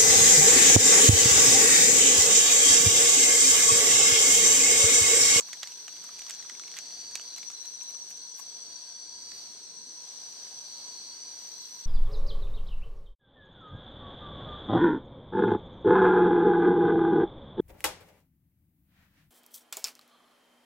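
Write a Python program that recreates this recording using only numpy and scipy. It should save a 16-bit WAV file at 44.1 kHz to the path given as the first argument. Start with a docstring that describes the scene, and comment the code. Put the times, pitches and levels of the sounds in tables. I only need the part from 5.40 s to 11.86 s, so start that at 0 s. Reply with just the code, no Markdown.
"""Night in a rainforest, heard from a hand-held camera close to the fallen leaves.
From the start, air hisses, the camera's motor whines on the right and far insects and frogs hum.
Crickets rub their wings: a crowd throbs near 5.9 kHz while others trill in turns near 4.5 kHz.
Dry leaves rustle and snap, mostly on the right, and calm down after three seconds.
Short chirps come now and then from about one second on; near six seconds a katydid starts to rasp."""
import sys
import numpy as np
from scipy import signal
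from scipy.fft import rfft, irfft
from scipy.io import wavfile
from scipy.ndimage import uniform_filter1d

SR = 44100
rng = np.random.default_rng(int(sys.argv[2]) if len(sys.argv) > 2 else 0)


def master_out(mix):
    """Clip the mix to full scale and print it as 16-bit PCM to the path in sys.argv[1]."""
    frames = np.transpose(np.atleast_2d(mix))
    ceiling = np.clip(frames, -1, 1)
    pcm = np.round(ceiling * 32767).astype(np.int16)
    wavfile.write(sys.argv[1], SR, pcm)


N = 284743
T = np.arange(N) / SR
FREQS = np.maximum(np.fft.rfftfreq(N, 1 / SR), 1)


def undb(db):
    """Turn decibels into a gain."""
    return 10 ** (np.asarray(db) / 20)


def pan(db):
    """Gains for the two ears, the left one louder by db."""
    return undb(np.array([[db / 2], [-db / 2]]))


def unit(x):
    """Scale a sound to an average (rms) size of 1."""
    return x / np.sqrt(np.mean(np.abs(x) ** 2))


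def wander(per_s):
    """A smooth random curve for each ear, about 1 in size."""
    step = int(SR / per_s)
    held = np.repeat(rng.standard_normal((2, N // step + 1)), step, axis=1)
    return unit(uniform_filter1d(uniform_filter1d(held, step), step)[:, :N])


def swell(start_s, end_s, fade_s):
    """A gain that fades in around start_s and out around end_s."""
    inside_s = np.minimum(T - start_s, end_s - T)
    return np.sin(np.pi / 2 * np.clip(inside_s / fade_s + .5, 0, 1)) ** 2


def band(x, low_hz, high_hz):
    """Keep the part of a sound between two pitches."""
    return signal.sosfilt(signal.butter(2, [low_hz, high_hz], "band", fs=SR, output="sos"), x)


def noise(spectrum, likeness):
    """Shaped noise; likeness runs from 0 (the ears are unrelated) to 1 (both hear the same)."""
    mid, side = rfft(rng.standard_normal((2, N))) * spectrum
    mid, side = mid * np.sqrt((1 + likeness) / 2), side * np.sqrt((1 - likeness) / 2)
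    return irfft(np.array([mid + side, mid - side]), N)


def noise_around(pitch_hz, width_hz, likeness):
    """Noise gathered around one pitch."""
    spectrum = 1 / (1 + (2 * (FREQS - pitch_hz) / width_hz) ** 4) ** .67
    return unit(noise(spectrum, likeness))


def air():
    """Still air and the microphones hiss over a low, wavering murmur."""
    # tone of the hiss: pitch_hz, level_db (per Hz), likeness
    hiss_tone = [(20, -115, 0), (60.6, -104, 0.26), (141, -99, 0.08), (400, -97.5, 0.3), (790, -95, 0.78),
                 (1520, -101, 0.3), (2460, -101, 0.22), (3530, -95, 0.08), (4800, -85, 0), (6420, -94.5, 0),
                 (7400, -103, 1), (9940, -107, 0), (13300, -110, 0.1), (16000, -120, 0.1)]
    # loudness of the murmur: time_s, level_db
    murmur_levels = [(0.0, -71), (0.21, -74), (1.33, -68), (2.27, -73.5), (3.9, -71), (4.13, -73),
                     (6.28, -73), (6.46, -72)]
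    hz, db, likeness = np.transpose(hiss_tone)
    spectrum = undb(np.interp(np.log(FREQS), np.log(hz), db)) * np.sqrt(SR / 2)
    hiss = noise(spectrum, np.interp(np.log(FREQS), np.log(hz), likeness))
    hiss *= undb(1.44 * wander(per_s=5.05)[0])
    murmur_db = np.interp(T, *np.transpose(murmur_levels)) + 2.5 * wander(per_s=5)[0]
    return hiss + undb(murmur_db) * noise_around(320, width_hz=336, likeness=.87)


def motor_whine(pitch_hz=8263, restarts_per_s=30, first_restart_s=.0012, left_db=-75, right_db=-57.5):
    """The camera motor's tone keeps starting afresh; the casing dulls what lies above it."""
    since_restart_s = (T - first_restart_s) % (1 / restarts_per_s)
    tone = np.sin(2 * np.pi * pitch_hz * since_restart_s)
    return unit(band(tone, 7900, 8270)) * undb([[left_db], [right_db]])


def far_chorus():
    """Far insects and frogs blur into bands of noise that swell slowly and flicker."""
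    # singers that never stop: pitch_hz, width_hz, level_db, left_minus_right_db, likeness
    steady_singers = [(443.3, 35, -78.5, -7, 0.9), (703, 32, -76, -5, 0.05), (968.3, 84, -69.5, 6, 0.73),
                      (1583, 127, -75, 0, 0.4), (1910, 32, -83, -7, 0), (3331, 21, -73, -12, 0),
                      (4130, 260, -59, -1.5, 0), (4540, 320, -56.5, 1, 0), (5587, 360, -57, 6, 0),
                      (5914, 230, -50.5, 1, 0), (6363, 430, -58.5, 1, 0), (7900, 22, -72.5, 9.5, 0)]
    # faint singers that come and go: start_s, length_s, pitch_hz, width_hz, level_db
    passing_singers = [(.05, .85, 12700, 900, -76), (3.3, .35, 1930, 30, -82), (5.9, .7, 2000, 250, -77),
                       (6.0, .6, 450, 30, -77), (3.3, .6, 1590, 70, -80), (2.1, .6, 5400, 120, -67),
                       (4.5, .6, 5380, 120, -67), (5.6, 1.0, 1590, 70, -80)]
    out = 0
    for hz, width_hz, db, pan_db, likeness in steady_singers:
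        waver_db = .9 * wander(per_s=1.5)[0] + 1.2 * wander(per_s=9)[0]
        out += noise_around(hz, width_hz, likeness) * pan(pan_db) * undb(db + waver_db)
    for start_s, length_s, hz, width_hz, db in passing_singers:
        gain = undb(db) * swell(start_s, start_s + length_s, fade_s=.12)
        out += gain * noise_around(hz, width_hz, likeness=1)
    return out


def wing_tone(hz, strokes_per_s, stroke_at_s, sharpness, scatter, fades_per_s,
              bend_rad=.3, ear_shift_rad=np.pi / 2):
    """A cricket's tone pulses with each wing stroke; leaves scatter it, so each ear fades on its own."""
    stroke = 2 * np.pi * strokes_per_s * (T - stroke_at_s)
    phase = 2 * np.pi * hz * T + bend_rad * np.sin(stroke)
    tone = np.exp(sharpness * np.cos(stroke) + 1j * phase)
    direct = np.exp(1j * np.array([[0], [ear_shift_rad]]))  # the wave meets the two ears out of step
    scattered = scatter * (wander(fades_per_s) + 1j * wander(fades_per_s))
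    return unit((tone * (direct + scattered)).real)


def throbbing_crickets(count=20, throbs_per_s=14.84, near_hz=5880, crowd_hz=5950):
    """One near cricket and a crowd of the same kind, each with its own pitch and timing."""
    # loudness of the near cricket: time_s, level_db
    near_levels = [(0, -59), (.6, -54), (1.4, -55), (2.0, -51), (2.5, -48), (2.9, -50), (3.4, -52),
                   (4.0, -58), (4.8, -58), (5.6, -56), (6.46, -57)]
    # loudness of the crowd: time_s, level_db
    crowd_levels = [(0.0, -47), (1.7, -47.5), (2.27, -45.5), (2.9, -47), (3.1, -49), (4.41, -51),
                    (4.73, -47.5), (6.46, -47.5)]
    near = wing_tone(near_hz, throbs_per_s, stroke_at_s=.0593, sharpness=1.1, scatter=.5, fades_per_s=20)
    near *= undb(np.interp(T, *np.transpose(near_levels))) * pan(8.8)
    spread = np.linspace(-1, 1, count)
    pitches_hz = crowd_hz + 170 * spread + 6 * rng.standard_normal(count)
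    gains = undb(-7 * spread ** 2)  # quieter away from the common pitch
    rates = throbs_per_s * (1 + .0398 * rng.standard_normal(count))
    crowd = sum(gain * wing_tone(hz, rate, rng.random(), sharpness=.6, scatter=.9, fades_per_s=35)
                for gain, hz, rate in zip(gains, pitches_hz, rates))
    return near + undb(np.interp(T, *np.transpose(crowd_levels))) * pan(1.4) * unit(crowd)


def trilling_crickets(pulses_per_s=3.514, first_pulse_s=.224):
    """Six crickets trill with fast wing strokes: four sing in phrases, two never stop."""
    # a row per cricket: pitch_hz, strokes_per_s, sharpness, bend_rad, left_minus_right_db, ear_shift_rad
    crickets = [(4570, 121, 1.5, -.35, .5, .5), (4646, 118.5, 1.0, .1, 1.5, 1.2),
                (4656, 120, 1.2, -.3, 1, .5), (4492, 120, 1.5, -.8, 1, 1.2), (4041, 102, 2.5, -.2, 2, 1.4),
                (3425, 118.5, 2.2, .4, 1.5, 1.4)]
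    # phrases of the first four, a list each: start_s, length_s, level_db, growth_db
    phrase_lists = [
        [(-.4, 0.52, -56.5, 1), (1.33, 0.62, -51.5, 2), (3.27, .66, -53.5, -5.5), (5.19, 0.7, -53.5, -3.5)],
        [(-.3, .66, -64, 2), (1.53, 0.57, -51.5, -8), (3.53, 0.5, -52, 9), (5.57, 0.71, -56.5, -2)],
        [(.47, 0.58, -54, -5), (2.94, .72, -61.5, -8), (4.77, 0.49, -58.5, -4)],
        [(-.05, 0.45, -63, 2), (1.73, 0.62, -60, -2), (3.93, 0.8, -57.5, -10), (6.13, .7, -60, -3)],
    ]
    # loudness of the last two: time_s, fifth_db, sixth_db
    nonstop_levels = [(0, -64, -65), (1.0, -65, -63), (2.0, -59, -65), (2.6, -57, -68.5), (3.2, -63, -63.5),
                      (4.2, -66, -69), (5.0, -61.5, -70.5), (6.46, -64, -66.5)]
    gains = np.zeros((len(crickets), N))
    for gain, phrases in zip(gains, phrase_lists):
        for start_s, length_s, db, growth_db in phrases:
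            from_middle = np.clip((T - start_s) / length_s - .5, -.5, .5)
            gain += undb(db + growth_db * from_middle) * swell(start_s, start_s + length_s, fade_s=.2)
    time_s, fifth_db, sixth_db = np.transpose(nonstop_levels)
    pulses = unit(np.exp(.4 * np.cos(2 * np.pi * pulses_per_s * (T - first_pulse_s))))
    gains[4] = undb(np.interp(T, time_s, fifth_db)) * pulses
    gains[5] = undb(np.interp(T, time_s, sixth_db))
    out = 0
    for (hz, rate, sharpness, bend_rad, pan_db, ear_shift_rad), gain in zip(crickets, gains):
        trill = wing_tone(hz, rate, rng.random(), sharpness, scatter=.2, fades_per_s=5,
                          bend_rad=bend_rad, ear_shift_rad=ear_shift_rad)
        out += gain * pan(pan_db) * trill
    return out


def leaf_rustle(cracks_per_s=2500):
    """Rubbing leaves make countless tiny cracks; brief scuffs swell and die away on top."""
    # steady rubbing: time_s, bright_db, dull_minus_bright_db
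    rubbing = [(0, -68.5, -1.5), (.7, -67, 4), (1.1, -70, 5.5), (1.5, -72, 7), (1.9, -67.5, 3),
               (2.4, -70.5, 1.5), (2.7, -71, -1), (3.1, -77, 4), (4.2, -77.5, 8.5), (5.2, -72.5, -9),
               (5.75, -75.5, 9), (6.46, -74, 4)]
    # scuffs through the leaves: peak_s, bright_db, dull_minus_bright_db, width_ms
    scuffs = [(.02, -63, 8, 5.3), (.09, -60.5, 4, 28), (.23, -62, 15, 7.7), (.29, -61.5, 1, 58),
              (0.489, -69, 15, 6.6), (.642, -56, -4, 8), (0.901, -52.5, 7.5, 20), (1.1, -68, 7, 14),
              (1.379, -54, 9, 25), (1.758, -48.5, 7, 7.6), (1.98, -57.5, 4, 20), (2.12, -67, -1.5, 25),
              (2.26, -62.5, -1, 64), (2.43, -63, -4, 30), (2.5, -57, -2, 18), (2.706, -53, -6, 17),
              (2.995, -50.5, -9, 29), (3.97, -64.5, 0.5, 140)]
    time_s, db, dull_db = np.transpose(rubbing)
    bright_gain = undb(np.interp(T, time_s, db))
    dull_gain = undb(np.interp(T, time_s, db + dull_db))
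    for peak_s, db, dull_db, width_ms in scuffs:
        scuff = undb(db) * np.exp(-1.6 * np.abs(T - peak_s) * 1000 / width_ms)
        bright_gain = np.hypot(bright_gain, scuff)
        dull_gain = np.hypot(dull_gain, scuff * undb(dull_db))
    cracks = rng.random((3, N)) < cracks_per_s / SR  # three streams: middle, left, right
    sizes = undb(2.4 * np.minimum(rng.exponential(size=(3, N)), 4))
    middle, left, right = cracks * sizes * rng.choice([-1, 1], (3, N))
    sides = np.array([left, right])
    wide = .5 * middle + sides
    bright = band(wide, 7100, 13300) + .61 * band(wide, 11300, 12400)
    dull = band(middle + .4 * sides, 1100, 3600)
    return unit(bright) * bright_gain * pan(3.9) + unit(dull) * dull_gain * pan(-2.5)


def faint_snaps(count=16, until_s=2.4):
    """Extra rows for leaf_snaps: small snaps at chance moments while the leaves are busy."""
    when, size, pitch, mid, bright = rng.random((count, 5)).T
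    return np.transpose([until_s * when, -57 + 15 * size, 1300 + 1900 * pitch,
                         12 * mid, 10 * bright - 6, np.full(count, -2.5)])


def leaf_snaps(samples=2048, rise_ms=.65, decay_ms=1.16, tail_ms=12):
    """A dry leaf snaps: a burst of noise rises and dies fast, rings the leaf and cracks up high."""
    # snaps: start_s, level_db, ring_hz, mid_boost_db, bright_boost_db, left_minus_right_db
    snaps = [(0.0064, -36, 1140, 2, 13, -4), (0.086, -44.5, 1100, -5, 7, -2.5),
             (0.13, -33.5, 1960, 6, 1, -4.5), (0.1713, -45, 3180, -5, 5, -4),
             (0.2303, -26.5, 3300, 2.5, -4, -4.5), (0.2326, -31.5, 1950, 0, -1, -7),
             (0.2379, -38, 2030, 0, -14, -4), (0.259, -47, 2050, -3, -9, -7),
             (0.2723, -45, 2070, 14, 7, -11), (0.277, -45, 3220, 7, 4, -4), (0.3195, -41, 2860, -5, 4, -8),
             (0.4799, -33.5, 2900, -13, -1, -6.5), (0.5266, -47, 3220, 0, 2, -3.5),
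             (0.566, -43.5, 3100, -2, 2, -5), (0.6398, -44, 1290, -1, 9, -1.5),
             (0.6886, -42, 1300, -11, -1, -2.5), (0.792, -40, 2230, -3, 6.5, -4.5),
             (0.818, -37.5, 3300, 6, 1.5, -6), (0.8645, -45, 1250, 12.5, -4, -3.5),
             (0.8966, -40.5, 3000, 11, 11, -7), (0.9072, -44.5, 2900, 13.5, 16.5, -4),
             (0.9133, -47, 2500, 9, 9, -4), (0.938, -44, 2240, 2, 8, -2.5),
             (0.948, -49, 1700, 11, 14, -1.5), (1.0, -45.5, 1430, -1, -6, -2),
             (1.0472, -47, 1270, -2, -6, -2.5), (1.0964, -35.5, 1960, 5.5, -2, -5),
             (1.15, -41, 2480, -10, -16, -6), (1.1954, -39, 1330, 4.5, 0, -3.5),
             (1.2362, -40, 2260, -11, -3, -3.5), (1.278, -40, 2400, -2, -1, -5),
             (1.315, -41.5, 3280, 7, -1, -3), (1.367, -37, 2440, 1, 1, -4), (1.3867, -35.5, 2750, 4, 9, -7),
             (1.459, -47.5, 2350, 5, 4, -4.5), (1.61, -50, 3070, 12, 11, 0),
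             (1.7114, -50, 1600, 9, 12, -1.5), (1.7536, -28.5, 2530, 6, 4.5, -5.5),
             (1.774, -41, 3150, -8, 3, -4), (1.796, -36.5, 3140, -12, -1, -5),
             (1.8123, -47, 3020, 1, 6, -3), (1.961, -44, 2880, 2, 8, -4.5), (1.9822, -40, 2340, 4, 5, -4),
             (2.101, -42.5, 1360, 6, 6, -4), (2.115, -55, 1520, 5, 19, -2.5),
             (2.2546, -51.5, 1520, 8, 14, -2.5), (2.4099, -44, 2400, -5, -5, -5),
             (2.431, -50.5, 2580, 3, 16, -3), (2.547, -47.5, 1250, 7, 0, -1.5),
             (2.71, -45, 2950, -6, 6, -11), (2.7705, -62, 2940, 2, 22, -1.5),
             (2.9928, -44, 1030, -11, -6, 6), (2.998, -43, 990, -4, 8, 6), (3.494, -51, 1540, -1, -5, -2.5),
             (3.9168, -44.5, 1970, 5, 2, -9), (5.069, -49, 1660, -8, -12, -6)]
    out = np.zeros((2, N + samples))
    ms = np.arange(samples) / SR * 1000
    rise = 1 - np.exp(-(ms / rise_ms) ** 2)
    burst = rise * (np.exp(-ms / decay_ms) + .06 * np.exp(-ms / tail_ms))
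    for start_s, db, ring_hz, mid_db, bright_db, pan_db in snaps + list(faint_snaps()):
        start = int(start_s * SR)
        # ring, thud, body, then the mid, bright and top parts of the crack
        parts = [(.88 * ring_hz, 1.12 * ring_hz, -3.5), (500, 1200, -15.5), (1300, 3300, -4),
                 (3300, 6200, mid_db), (6300, 7900, bright_db), (9000, 15000, bright_db - 18)]
        for low_hz, high_hz, boost_db in parts:
            part = band(burst * rng.standard_normal(samples), low_hz, high_hz)
            out[:, start:start + samples] += pan(pan_db) * undb(db + boost_db) * part / np.abs(part).max()
    return out[:, :N]


def short_chirps(strokes_per_s=42):
    """Brief wing tones, made rough by slow strokes."""
    # chirps: start_s, length_s, pitch_hz, level_db
    chirps = [(0.94, 0.13, 4150, -55), (1.206, 0.27, 4180, -55.5), (1.45, 0.29, 4210, -58),
              (1.884, 0.17, 4100, -52), (2.129, 0.14, 4060, -52.5), (2.377, 0.14, 4000, -53),
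              (2.33, 0.087, 4250, -61), (2.562, 0.069, 4310, -56), (2.798, 0.072, 4370, -53),
              (5.333, 0.15, 4190, -54.5), (5.54, 0.19, 4200, -52.5), (5.855, .06, 4040, -58),
              (6.12, 0.14, 4090, -54.5)]
    out = 0
    for start_s, length_s, hz, db in chirps:
        tone = wing_tone(hz, strokes_per_s, start_s, sharpness=.5, scatter=.5, fades_per_s=45)
        chirp = swell(start_s, start_s + length_s, fade_s=.04) * tone
        out += undb(db) * unit(chirp) * np.sqrt(length_s * SR / N)  # level over the chirp's own length
    return out


def katydid(start_s=5.95, level_db=-67.5, rasp_per_s=450, pulses_per_s=45):
    """A katydid's high rasp swells in, climbs in pitch and sags again."""
    # path of the pitch: time_s, pitch_hz
    pitches = [(5.85, 13100), (6.2, 13530), (6.46, 13400)]
    phase = 2 * np.pi * np.cumsum(np.interp(T, *np.transpose(pitches))) / SR
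    roughness = wander(rasp_per_s) + 1j * wander(rasp_per_s)
    pulses = undb(3 * np.cos(2 * np.pi * pulses_per_s * T))
    rasp = unit((roughness * pulses * np.exp(1j * phase)).real)
    return rasp * undb(level_db) * swell(start_s, np.inf, fade_s=.33) * pan(4.1)


def scene():
    """All the sounds as they reach the two microphones."""
    background = air() + motor_whine() + far_chorus()
    crickets = throbbing_crickets() + trilling_crickets()
    leaves = leaf_rustle() + leaf_snaps()
    return background + crickets + leaves + short_chirps() + katydid()


def record(dry, top_hz=15800):
    """The camera cuts off the very highest sounds."""
    return signal.sosfilt(signal.ellip(10, .2, 60, top_hz, fs=SR, output="sos"), dry)


dry = scene()
out = record(dry)
master_out(out)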